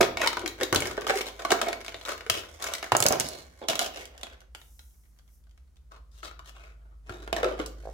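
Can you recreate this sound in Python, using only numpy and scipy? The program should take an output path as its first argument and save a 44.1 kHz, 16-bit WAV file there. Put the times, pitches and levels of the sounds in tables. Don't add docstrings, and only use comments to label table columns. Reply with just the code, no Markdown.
import sys
import numpy as np
from scipy import signal
from scipy.fft import rfft, irfft, next_fast_len
from scipy.io import wavfile

SR = 44100
rng = np.random.default_rng(int(sys.argv[2]) if len(sys.argv) > 2 else 0)


def master_out(mix):
    frames = np.transpose(np.atleast_2d(mix))
    ceiling = np.clip(frames, -1, 1)
    pcm = np.round(ceiling * 32767).astype(np.int16)
    wavfile.write(sys.argv[1], SR, pcm)


N = 349713

# [start_s, level_db]
DRONE_LEVEL = [(1.5, -54), (3.5, -65.5), (3.9, -58), (5.7, -59), (6, -50.5), (7.1, -49), (7.3, -43)]
DRONE_HZ, OVERTONE_HZ = 52.4, 130.5
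# [start_s, pitch_hz, level_db]
RUMBLE_COURSE = [(0, 90, -54.5), (1.5, 97.2, -64.5), (2.7, 71.98, -56.5), (3.9, 69.75, -58.5),
                 (4.5, 63.25, -56.5), (7.9, 66.04, -62.5)]
# [frequency_hz, relative_db]
HISS_LEVEL = [(4.5, -100), (4.58, -61.5), (4.85, -61.5), (5.25, -76), (5.35, -63.5), (5.48, -86.5)]
HISS_SPECTRUM = [(2000, -35.5), (4000, -23), (5600, -3), (8400, -5.5), (13800, 3.5), (16000, -4)]
# [frequency_hz, relative_db]
AIR_SPECTRUM = [(20, -11), (55, -4), (90, -9.5), (170, -12), (400, -25.5), (900, -30.5), (2000, -35.5),
                (4500, -39), (7000, -40), (16000, -42)]
AIR_DB = -66.5

# [frequency_hz, t60_s]
ROOM_T60 = [(100, 0.92), (1400, 0.37), (3700, 0.38), (9700, 0.19), (16000, 0.42)]
# [pitch_hz, width_hz, gain_db]
BODY_RESONANCES = [(350, 20, 3), (653.8, 10, 4.5), (2230, 72, 4.5), (7560, 270, -0.5)]
# [start_s, left_delay_ms, left_right_db]
PLASTIC_PLACE = [(.3, 0.0077, 1), (1.1, 0.137, 0), (2.2, -0.08, 1), (2.3, -0.532, 1.5), (2.6, 0.0495, 0.5),
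                 (2.9, 0.03, -0.5), (2.97, 0.305, -2.5), (3.28, 0.3, -3), (3.65, 0.25, -1.5), (4.8, 0.2, 0),
                 (6.3, -0.261, 3.5), (7.66, -0.232, -2)]
# [frequency_hz, gain_db, left_right_db]
MICROPHONE_PORTS = [(300, 0, -0.5), (510, 1, -1), (850, -1, -1.5), (1300, 1, 1), (2780, -2.5, 0.5),
                    (5000, 1.5, 2), (9880, 0.5, -1.5), (13580, -5, 2.5)]
EDGE_HZ = 16300

# [start_s, level_db, pitch_hz]
FLEX_THUDS = [(.008, -35, 134.3), (0.724, -32.5, 94.4), (0.755, -30.5, 88.7), (2.295, -39.5, 94.7),
              (2.923, -32.5, 120.5), (3.004, -35.5, 137), (3.053, -31, 173.4), (3.103, -33, 155.4),
              (3.199, -40.5, 151), (3.685, -43.5, 150.5), (7.094, -41.5, 94.4), (7.329, -42, 164.5)]
# [start_s, level_db, pitch_hz]
EDGE_KNOCKS = [(2.92, -16, 835), (2.9507, -22.5, 890), (3.057, -33.5, 600)]
# [start_s, level_db, pitch_hz]
EDGE_CLICKS = [(2.92, -35.5, 3000), (2.967, -21.5, 7200), (3.0031, -23, 7147), (3.0247, -22, 6750),
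               (3.0387, -28.5, 7500), (3.0642, -18.5, 6000), (3.085, -21.5, 7000), (3.1238, -26, 5900),
               (3.1988, -23.5, 6800), (3.2063, -29.5, 5440), (3.287, -36, 5770)]
# [start_s, level_db, pitch_hz, rise_s, decay_s, left_right_db]
PANEL_POPS = [(0.006, -19.5, 670, 0.00035, 0.0077, -8), (0.009, -16.5, 371, 0.0011, 0.012, -2),
              (0.014, -22.5, 490, 0.00064, 0.0043, 1.5), (0.203, -29.5, 647, 0.003, 0.0094, -12.5),
              (0.231, -28.5, 1452, 0.0051, 0.0092, -6.5), (0.236, -30, 557, 0.001, 0.0066, -1),
              (0.265, -23.5, 945, 0.005, 0.0066, 10.5), (0.372, -31, 980, 0.001, 0.005, 9),
              (0.439, -32, 330, 0.0046, 0.012, 0), (0.617, -25.5, 500, 0.0056, 0.0056, -0.5),
              (0.628, -30, 379, 0.00088, 0.0074, -2.5), (0.725, -26.5, 347, 0.005, 0.0098, 4),
              (0.749, -32.5, 344, 0.006, 0.008, 2.5), (0.979, -38.5, 1516, 0.0011, 0.0057, 2.5),
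              (0.981, -31, 550, 0.00079, 0.0027, -1.5), (1.094, -31, 567, 0.0008, 0.011, 0),
              (1.095, -24.5, 781, 0.006, 0.0094, -6), (1.097, -26.5, 441, 0.0074, 0.013, 1),
              (1.135, -28.5, 775, 0.006, 0.008, -5), (1.158, -28, 406, 0.006, 0.008, 0.5),
              (1.449, -29, 1154, 0.001, 0.0074, -5.5), (1.507, -22, 660, 0.0063, 0.01, -19.5),
              (1.519, -29, 2210, 0.001, 0.004, 3.5), (1.522, -24, 370, 0.00087, 0.0063, -2.5),
              (1.54, -27.5, 680, 0.0046, 0.0074, -3), (1.665, -30, 697, 0.0026, 0.014, -0.5),
              (2.265, -41, 460, 0.004, 0.006, 0), (2.298, -34.5, 650, 0.001, 0.004, 2),
              (3.054, -25.5, 574, 0.0026, 0.014, -1.5), (3.104, -28, 595, 0.0072, 0.013, 0),
              (3.691, -29, 646.6, 0.0032, 0.021, -1), (3.812, -31.5, 703, 0.003, 0.014, 3.5),
              (7.094, -40, 1400, 0.001, 0.0044, 16), (7.328, -28.5, 651.3, 0.0009, 0.0027, -19.5),
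              (7.432, -24, 490, 0.001, 0.0072, -0.5), (7.439, -28, 564, 0.001, 0.008, 1),
              (7.448, -28, 369, 0.0028, 0.012, -2), (7.462, -25, 507, 0.0011, 0.0063, 5),
              (7.469, -30, 628, 0.003, 0.011, 2), (7.515, -31.5, 540, 0.001, 0.0072, 3.5),
              (7.597, -29, 313, 0.001, 0.0073, 0.5), (7.603, -32, 486, 0.0014, 0.0045, 1.5),]
SLIP_PITCHES = [552, 670]
SLIPS_PEAK_S, SLIP_PERIOD_S, SLIP_DECAY_S = 7.8728, 0.0183, 0.0033
SLIP_DB, SLIP_FADE_DB = -40, 4.28

# [start_s, end_s, pitch_hz, width_hz, added_db]
OFFCUT_RING = (5.85, 7.0, 1240, 338, 1)
# [start_s, pitch_hz, strength_db]
WALL_RING = [(.01, 456, -0.5), (.261, 1019, -7.5), (.44, 319.5, -5.5), (0.619, 480, -3.5), (.75, 345, 0.5),
             (1.1, 474, -6), (1.5, 654, -1.5), (2.1, 528, -7.5), (2.8, 654, -4.5), (3.1, 630, -1.5),
             (3.63, 550, -1), (3.8, 694, -2), (3.95, 517, -4), (4.6, 800, -4.5), (5.93, 551, -9),
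             (6.25, 565, -7), (6.9, 560, -11), (7.1, 300, -1.5), (7.35, 664, 0.5), (7.46, 510, -4),
             (7.6, 477, -4), (7.8, 527, -10)]
WALL_SCATTER = 0.03
SNAP_RING_DB, SNAP_TICK_DB = -4.5, -7
STROKE_RING_DB, STROKE_TICK_DB = 4, -10
RING_FALL, TICK_RISE = 0.55, 0.76
CRACK_RISE = 0.022
PANEL_RING = 0.6

# [start_s, end_s, base_level_db]
CRINKLE_SPANS = [(0.203, .53, -48.5), (0.651, 1.301, -47.5), (1.403, 2.449, -48), (2.6, 3.299, -47),
                 (3.697, 4.453, -60.5), (4.898, 5.801, -78)]
CRINKLE_HZ = 2200
# [start_s, level_db, panel_hz, sharpness_db]
SHEET_SNAPS = [(0.011, -20, 1267, 0), (0.029, -23.5, 3880, -10.5), (0.1715, -29, 2094, -6),
               (0.216, -25.5, 1907, -4.5), (0.2736, -21, 4940, -1), (0.3301, -33.5, 1178, -3.5),
               (0.37, -30, 1338, -9.5), (0.4601, -30.5, 2250, -2), (0.477, -35, 3810, 8),
               (0.611, -31.5, 1790, -7), (0.6328, -28.5, 3764, 6), (0.7265, -23.5, 1200, 0.5),
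               (0.7469, -27, 1430, 8.5), (0.7593, -22, 3580, 3.5), (0.8042, -36.5, 2240, 12),
               (0.8218, -29.5, 2230, -4), (0.871, -40, 1206, 12), (0.912, -37, 1600, -4),
               (0.9773, -34, 1508, -18), (1.0676, -28.5, 1155, -6.5), (1.096, -24, 1650, -9.5),
               (1.1049, -27.5, 1680, -6.5), (1.174, -35, 2130, -4), (1.192, -40.5, 1300, -5),
               (1.2086, -32, 2160, -6), (1.395, -41, 1486, -6), (1.4502, -29, 1192, -9),
               (1.506, -26, 2930, -1), (1.518, -22, 1326, 2.5), (1.6149, -25, 1170, 1.5),
               (1.628, -35.5, 3630, -20.5), (1.685, -38.5, 3710, 7), (1.729, -32.5, 2220, -3),
               (1.863, -42.5, 4670, 1), (1.8812, -36, 2780, -5), (1.9437, -37.5, 3500, -12.5),
               (2.012, -44.5, 3660, -5.5), (2.0514, -38.5, 3440, 0.5), (2.06, -43.5, 1292, 0),
               (2.0912, -33, 1230, -1.5), (2.208, -41, 2153, -9.5), (2.2985, -20, 2954, 3.5),
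               (2.624, -38.5, 3680, 12), (2.6411, -35, 1121, 9), (2.674, -40, 3300, 8),
               (2.7367, -32, 3500, 8.5), (2.751, -37, 1900, 5), (2.8279, -34.5, 1830, -6),
               (2.842, -37.5, 1856, -1.5), (3.699, -29.5, 3424, 2), (3.732, -33.5, 2347, -6),
               (4.212, -51, 3144, 3.5), (4.268, -46.5, 2500, -6.5), (4.615, -54, 3300, -0.5),
               (6.2297, -44.5, 1300, -8.5), (6.3119, -51, 1410, -6.5), (6.3926, -48, 1200, -5.5),
               (6.565, -56, 1292, -4.5), (7.0947, -41.5, 1410, -10), (7.227, -52, 1658, -6),
               (7.276, -42, 1660, -10), (7.328, -29, 2720, -4), (7.3643, -34, 1750, -3),
               (7.4307, -28.5, 1260, -13), (7.444, -28.5, 1310, -12.5), (7.5987, -34, 1300, -13.5),
               (7.661, -44, 4670, 13.5)]
# [start_s, level_db, panel_hz, sharpness_db]
TABLE_TAPS = [(2.9198, -21.5, 1400, -8), (2.9501, -25, 1300, -15.5), (3.0028, -31, 1240, -7.5),
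              (3.025, -25.5, 3550, -2.5), (3.056, -27, 1580, -19.5), (3.0644, -25, 4000, 0.5),
              (3.1056, -31, 1200, -27), (3.1242, -34.5, 1200, -14.5), (3.199, -34, 1900, 6.5),
              (3.2069, -32.5, 3233, -10), (3.617, -54.5, 1400, -32.5), (3.6855, -25.5, 2980, 5),
              (3.7547, -31.5, 3400, 4.5), (3.7921, -24.5, 3370, 4.5), (4.232, -35.5, 3408, -1),
              (4.5489, -42, 2830, -0.5), (4.7926, -53, 3340, 3), (5.768, -67, 3500, 2)]
SHEET_RUBS = [(3.122, .085, -33.5, 1200, -7.5), (3.251, 0.29, -42, 4800, 8),
              (3.63, 0.06, -47.5, 3420, -12.5), (3.696, 0.0559, -30.5, 2990, 7.5),
              (3.819, 0.0889, -31.5, 3260, 9), (3.965, 0.1545, -42, 2600, 4.5),
              (4.175, 0.468, -60, 1800, -3.5), (5.93, 0.0846, -53.5, 1049, -2),
              (6.154, 0.1336, -61, 3700, 12), (6.246, 0.0847, -43.5, 3890, 5.5),
              (6.469, 0.0822, -50.5, 3233, 8), (6.595, 0.26, -55.5, 2440, -1),
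              (6.845, 0.32, -73.5, 1300, -16), (7.133, 0.2934, -51, 1600, 1.5),
              (7.367, 0.0952, -37.5, 1740, -4), (7.48, 0.1548, -41, 1400, -7.5),
              (7.594, 0.081, -40, 1300, -4), (7.852, 0.545, -60, 1456, 6)]
RUB_RISE_SHARE = 0.33
# [peak_s, rise_s, fall_s, level_db, panel_hz, sharpness_db]; level before the trim
BOTTLE_HANDLING = (3, 6, 0.9676, -57, 1997, 9.5)
BLADE_CUTS = [(0.014, 0.009, 0.00776, -20.5, 1300, 4), (0.039, 0.00948, 0.047, -35, 1963, 4.5),
              (0.258, 0.0858, 0.02242, -27, 2144, -2.5), (0.445, 0.0624, 0.0228, -44.5, 1043, -17.5),
              (0.628, 0.0516, 0.0122, -33, 1836, 0), (0.734, 0.01098, 0.041, -39.5, 1200, -16.5),
              (0.851, 0.0692, 0.1414, -40.5, 1459, 3.5), (0.99, 0.0488, 0.172, -49, 1480, -10),
              (1.098, 0.019, 0.0148, -25.5, 1675, -3.5), (1.165, 0.062, 0.041, -35, 2122, 10),
              (1.275, 0.02445, 0.0279, -37, 3500, 6), (1.395, 0.016, 0.056, -43, 1460, 0),
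              (1.52, 0.0364, 0.02157, -24.5, 1330, 1.5), (1.675, 0.055, 0.062, -37, 2140, -8),
              (2.11, 0.0615, 0.0399, -33.5, 1210, 2), (2.336, 0.00879, 0.082, -33, 3073, 3.5),
              (2.65, 0.0698, 0.1797, -39.5, 1020, 1.5)]
STROKE_TRIM_DB = -1.5


def gain_of(db):
    return 10 ** (np.asarray(db) / 20)


def unit(x):
    return x / np.sqrt(np.sum(x ** 2, axis=-1, keepdims=True) + 1e-30)


def evened(x):
    return unit(x) * np.sqrt(x.shape[-1])


def read(points, hz):
    f, value = np.transpose(points)
    return np.interp(np.log(hz + 1), np.log(f + 1), value)


def follow(rows):
    s, *columns = np.transpose(rows)
    return [np.interp(np.arange(N) / SR, s, column) for column in columns]


def add(mix, s, sound):
    part = mix[:, max(0, round(s * SR)):][:, :sound.shape[1]]
    part += sound[:, :part.shape[1]]


def band(x, lo_hz, hi_hz, order=2):
    sos = signal.butter(order, [lo_hz, min(hi_hz, 0.49 * SR)], "band", fs=SR, output="sos")
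    return signal.sosfilt(sos, x)


def resonate(x, hz, width):
    b, a = signal.iirpeak(hz, max(hz / width, 1), fs=SR)
    return signal.lfilter(b, a, x)


def noise_pair(count, alike):
    shared, *own = rng.standard_normal((3, count))
    alike = np.clip(alike, 0, 1)
    return np.sqrt(alike) * shared + np.sqrt(1 - alike) * np.array(own)


def coloured(points, alike):
    spectrum = rfft(noise_pair(N, alike))
    return evened(irfft(spectrum * gain_of(read(points, np.fft.rfftfreq(N, 1 / SR))), N))


def background(overtone_db=-21, waver_hz=0.25):
    t = np.arange(N) / SR
    knots = np.arange(0, 9, 1 / 24)
    drift, real, imaginary = (np.interp(t, knots, k) for k in rng.standard_normal((3, len(knots))))
    turns = np.cumsum(DRONE_HZ + waver_hz * drift) / SR
    overtone = np.sin(2 * np.pi * turns * OVERTONE_HZ / DRONE_HZ)
    note = np.sin(2 * np.pi * turns) + gain_of(overtone_db) * overtone
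    drone = gain_of(follow(DRONE_LEVEL)[0]) * evened(note)
    hz, db = follow(RUMBLE_COURSE)
    carrier = np.exp(2j * np.pi * np.cumsum(hz) / SR)
    rumble = gain_of(db) * evened(((real + 1j * imaginary) * carrier).real)
    hiss = gain_of(follow(HISS_LEVEL)[0]) * coloured(HISS_SPECTRUM, alike=0.4)
    air = gain_of(AIR_DB) * coloured(AIR_SPECTRUM, alike=0.33)
    return drone + rumble + hiss + air


def room(x, early_db=-7, late_db=-5, early_s=0.006, build_s=0.005):
    t = np.arange(SR * 2 // 3) / SR
    taps = rng.standard_normal((2, len(t))) * (rng.random((2, len(t))) < 0.08)
    early = unit(taps * np.exp(-t / early_s) * (t > 0.002))
    hz, when, z = signal.stft(noise_pair(len(t), 0.034), SR, nperseg=256)
    z = z + (z[::-1] - z) * 0.5 / (1 + (hz[:, None] / 550) ** 4)
    z *= gain_of(-60 * when / read(ROOM_T60, hz)[:, None])
    late = signal.istft(z, SR, nperseg=256)[1][:, :len(t)] * np.clip(t / build_s - 0.5, 0, 1)
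    late = late / np.linalg.norm(band(late, 1000, 5000), axis=1, keepdims=True) * np.sqrt(8000 / SR)
    return signal.fftconvolve(x, gain_of(early_db) * early + gain_of(late_db) * late, axes=1)[:, :N]


def placed(s, pair):
    when, lag_ms, pan_db = np.transpose(PLASTIC_PLACE)
    lag = round(np.interp(s, when, lag_ms) * SR / 1000)
    sides = gain_of(np.array([[0.5], [-0.5]]) * np.interp(s, when, pan_db))
    delayed = np.array([np.roll(pair[0], max(lag, 0)), np.roll(pair[1], max(-lag, 0))])
    return delayed * sides / np.sqrt(np.mean(sides ** 2))


def thuds(t60=0.11, rough=0.8):
    out, t = np.zeros((2, N)), np.arange(SR // 4) / SR
    for s, db, hz in FLEX_THUDS:
        swing = band(np.sin(2 * np.pi * hz * t) * gain_of(-60 * t / t60), 44, 370)
        puff = band(noise_pair(len(t), 0.94) * np.exp(-t / 0.0089), 69, 210)
        add(out, s, gain_of(db) * np.sqrt(SR / 100) * unit(unit(swing) + rough * unit(puff)))
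    return out


def knocks(q=3.5, top_hz=3000):
    out, blow = np.zeros((2, N)), signal.unit_impulse(SR // 40)
    for s, db, hz in EDGE_KNOCKS:
        swing = unit(band(resonate(blow, hz, hz / q), 450, top_hz))
        add(out, s, gain_of(db) * np.sqrt(SR / 100) * swing[None])
    return out


def clicks(decay_s=0.0009, rise_s=0.0003, q=5, ring=0.6, lowest_share=0.6):
    out, t = np.zeros((2, N)), np.arange(SR // 50) / SR
    for s, db, hz in EDGE_CLICKS:
        envelope = np.exp(-t / decay_s) * (1 - np.exp(-t / rise_s))
        burst = band(noise_pair(len(t), 0.29) * envelope, lowest_share * hz, EDGE_HZ)
        click = unit(unit(burst) + ring * unit(resonate(burst, hz, hz / q)))
        add(out, s, placed(s, gain_of(db) * np.sqrt(SR / 100) * click))
    return out


def pops(bend=0.03, spread=0.23, slip_rise_s=0.00064):
    out, t = np.zeros((2, N)), np.arange(SR // 8) / SR
    slips = [(SLIPS_PEAK_S + k * SLIP_PERIOD_S, SLIP_DB - SLIP_FADE_DB * k ** 2, hz, slip_rise_s, SLIP_DECAY_S, 0)
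             for k in range(-3, 3) for hz in SLIP_PITCHES]
    side = np.array([[1], [-1]])
    for s, db, hz, rise, decay, pan_db in PANEL_POPS + slips:
        fade, sides = np.exp(-t / decay), gain_of(side * pan_db / 2)
        turns = np.cumsum(hz * (1 + bend * (fade - 0.5))) / SR
        swing = np.sin(2 * np.pi * turns + side * spread * rng.standard_normal())
        note = unit(swing * fade * (1 - np.exp(-t / rise)))
        add(out, s, gain_of(db) * np.sqrt(SR / 100) * note * sides / np.sqrt(np.mean(sides ** 2)))
    return out


def body(x):
    return x + sum((gain_of(db) - 1) * resonate(x, hz, width) for hz, width, db in BODY_RESONANCES)


def small_piece(x):
    start, end, hz, width, db = OFFCUT_RING
    t = np.arange(N) / SR
    return x + gain_of(db) * resonate(x * ((t > start) & (t < end)), hz, width)


def shiver(power, decay_s, alike, rise_s=0.00092):
    t = np.arange(SR // 25) / SR
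    energy = signal.oaconvolve(power, np.exp(-t / decay_s) * (1 - np.exp(-t / rise_s)))[:len(power)]
    return unit(noise_pair(len(power), alike) * np.sqrt(abs(energy)))


def panel_modes(jerks, count=16, lo_hz=950, hi_hz=6000, top_decay_s=0.0023, scatter=0.08, uneven_db=3,
                spread=0.76):
    t, side = np.arange(SR // 25) / SR, np.array([[1], [-1]])
    ring = np.zeros((2, len(t)))
    modes = rng.standard_normal((count, 4))
    for hz, (detune, size, phase, apart) in zip(np.geomspace(lo_hz, hi_hz, count), modes):
        swing = np.sin(2 * np.pi * (hz * np.exp(scatter * detune) * t + phase) + side * spread * apart)
        decay_s = top_decay_s * np.sqrt(hi_hz / hz)
        ring += gain_of(uneven_db * size) * np.sqrt(hz) * swing * np.exp(-t / decay_s)
    return unit(signal.oaconvolve(jerks[None], ring, axes=1)[:, :len(jerks)])


def colour(s, sharp_db, ring_db, tick_db):
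    when, hz, strength_db = np.transpose(WALL_RING)
    ring_db = ring_db + np.interp(s, when, strength_db) - RING_FALL * sharp_db
    ring_hz = np.interp(s, when, hz) * np.exp(WALL_SCATTER * rng.standard_normal())
    return ring_db, ring_hz, tick_db + TICK_RISE * sharp_db


def sheet(s, power, db, crack_hz, ring_db, ring_hz, tick_db, unpitched=1.9):
    power = np.pad(power, (0, SR // 12))
    jerks = unit(np.sqrt(power) * rng.choice([-1, 1], len(power)))
    wall = band(0.75 * jerks + shiver(power, decay_s=0.0069, alike=0.8), 230, 960, order=3)
    wall = unit(unpitched * unit(wall) + unit(resonate(wall, ring_hz, width=190)))
    lift = 2 ** (CRACK_RISE * tick_db)
    burst = unit(0.67 * jerks + shiver(power, decay_s=0.0013, alike=0.4))
    crack = band(burst + PANEL_RING * panel_modes(jerks), 1020 * lift, 4700 * lift, order=3)
    panel = resonate(crack, crack_hz, width=0.24 * crack_hz)
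    crack = unit(unit(crack) + 0.78 * unit(panel))
    tick = band(shiver(power, decay_s=0.0007, alike=0.19), 5200, 15000, order=3)
    tick = unit(unit(band(tick, 3600, 7800)) + gain_of(6.5 + 0.21 * tick_db) * unit(tick))
    layers = crack + gain_of(ring_db) * wall + gain_of(tick_db) * tick
    return placed(s, gain_of(db) * np.sqrt(power.sum()) * layers)


def crinkles(per_s=22, spread_db=4.5, variety_db=7):
    out, blow = np.zeros((2, N)), SR / 100
    chance, size = rng.random(N), np.minimum(rng.exponential(1, N), 3)
    kind = rng.choice([-1, 0, 1], N)
    power = blow * (chance < per_s / SR) * gain_of(spread_db * size) ** 2
    for start, end, db in CRINKLE_SPANS:
        for k in (-1, 0, 1):
            tone = colour((start + end) / 2, k * variety_db, SNAP_RING_DB, SNAP_TICK_DB)
            part = (power * (kind == k))[round(start * SR):round(end * SR)]
            add(out, start, sheet(start, part, db, CRINKLE_HZ * 2 ** (k / 2), *tone))
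    return out


def snaps():
    out, blow = np.zeros((2, N)), np.array([SR / 100])
    for s, db, hz, sharp_db in SHEET_SNAPS + TABLE_TAPS:
        tone = colour(s, sharp_db, SNAP_RING_DB, SNAP_TICK_DB)
        add(out, s, sheet(s, blow, db, hz, *tone, unpitched=1.3))
    return out


def swells():
    rubs = [(s, RUB_RISE_SHARE * length, (1 - RUB_RISE_SHARE) * length, *rest)
            for s, length, *rest in SHEET_RUBS]
    return [(s, *shape, *colour(s, sharp_db, STROKE_RING_DB, STROKE_TICK_DB))
            for s, *shape, sharp_db in [*BLADE_CUTS, *rubs, BOTTLE_HANDLING]]


def strokes(grains_per_s=220, spread_db=2.5, steepness=1.7, rub=0.0011, sag=0.08):
    out = np.zeros((2, N))
    chance, size = rng.random(N), np.minimum(rng.exponential(1, N), 4)
    grains = (chance < grains_per_s / SR) * gain_of(spread_db * size) ** 2 + rub
    for peak, rise, fall, db, crack_hz, ring_db, ring_hz, tick_db in swells():
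        at = np.arange(max(0, round((peak - rise) * SR)), min(N, round((peak + fall) * SR)))
        pressure = np.interp(at / SR, [peak - rise, peak, peak + fall], [0, 1, 0]) ** steepness
        power = pressure * grains[at]
        power *= pressure.sum() / power.sum()
        panel = np.round(1 - 2 * np.cumsum(pressure) / pressure.sum())
        for k in (1, 0, -1):
            shift, part = np.exp(k * sag), panel == k
            sound = sheet(peak, power[part], db, crack_hz * shift, ring_db, ring_hz * shift, tick_db,
                          unpitched=1.0)
            add(out, at[part][0] / SR, sound)
    return out


def scene():
    fractures = snaps() + gain_of(STROKE_TRIM_DB) * strokes() + crinkles()
    plastic = body(small_piece(fractures)) + thuds()
    close = knocks() + clicks() + pops()
    return plastic + close + room(plastic + gain_of(-3.0) * close) + background()


def record(dry):
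    size = next_fast_len(N + SR, True)
    hz, ports = np.fft.rfftfreq(size, 1 / SR), np.array(MICROPHONE_PORTS)
    balance_db = np.array([[0.5], [-0.5]]) * read(ports[:, ::2], hz)
    db = read(ports[:, :2], hz) + balance_db
    heard = np.clip(irfft(rfft(dry, size) * gain_of(db), size)[:, :N], -1, 1)
    low_pass = signal.firwin(255, EDGE_HZ, window=("kaiser", 8), fs=SR)
    return signal.oaconvolve(heard, low_pass[None], "same")


dry = scene()
out = record(dry)
master_out(out)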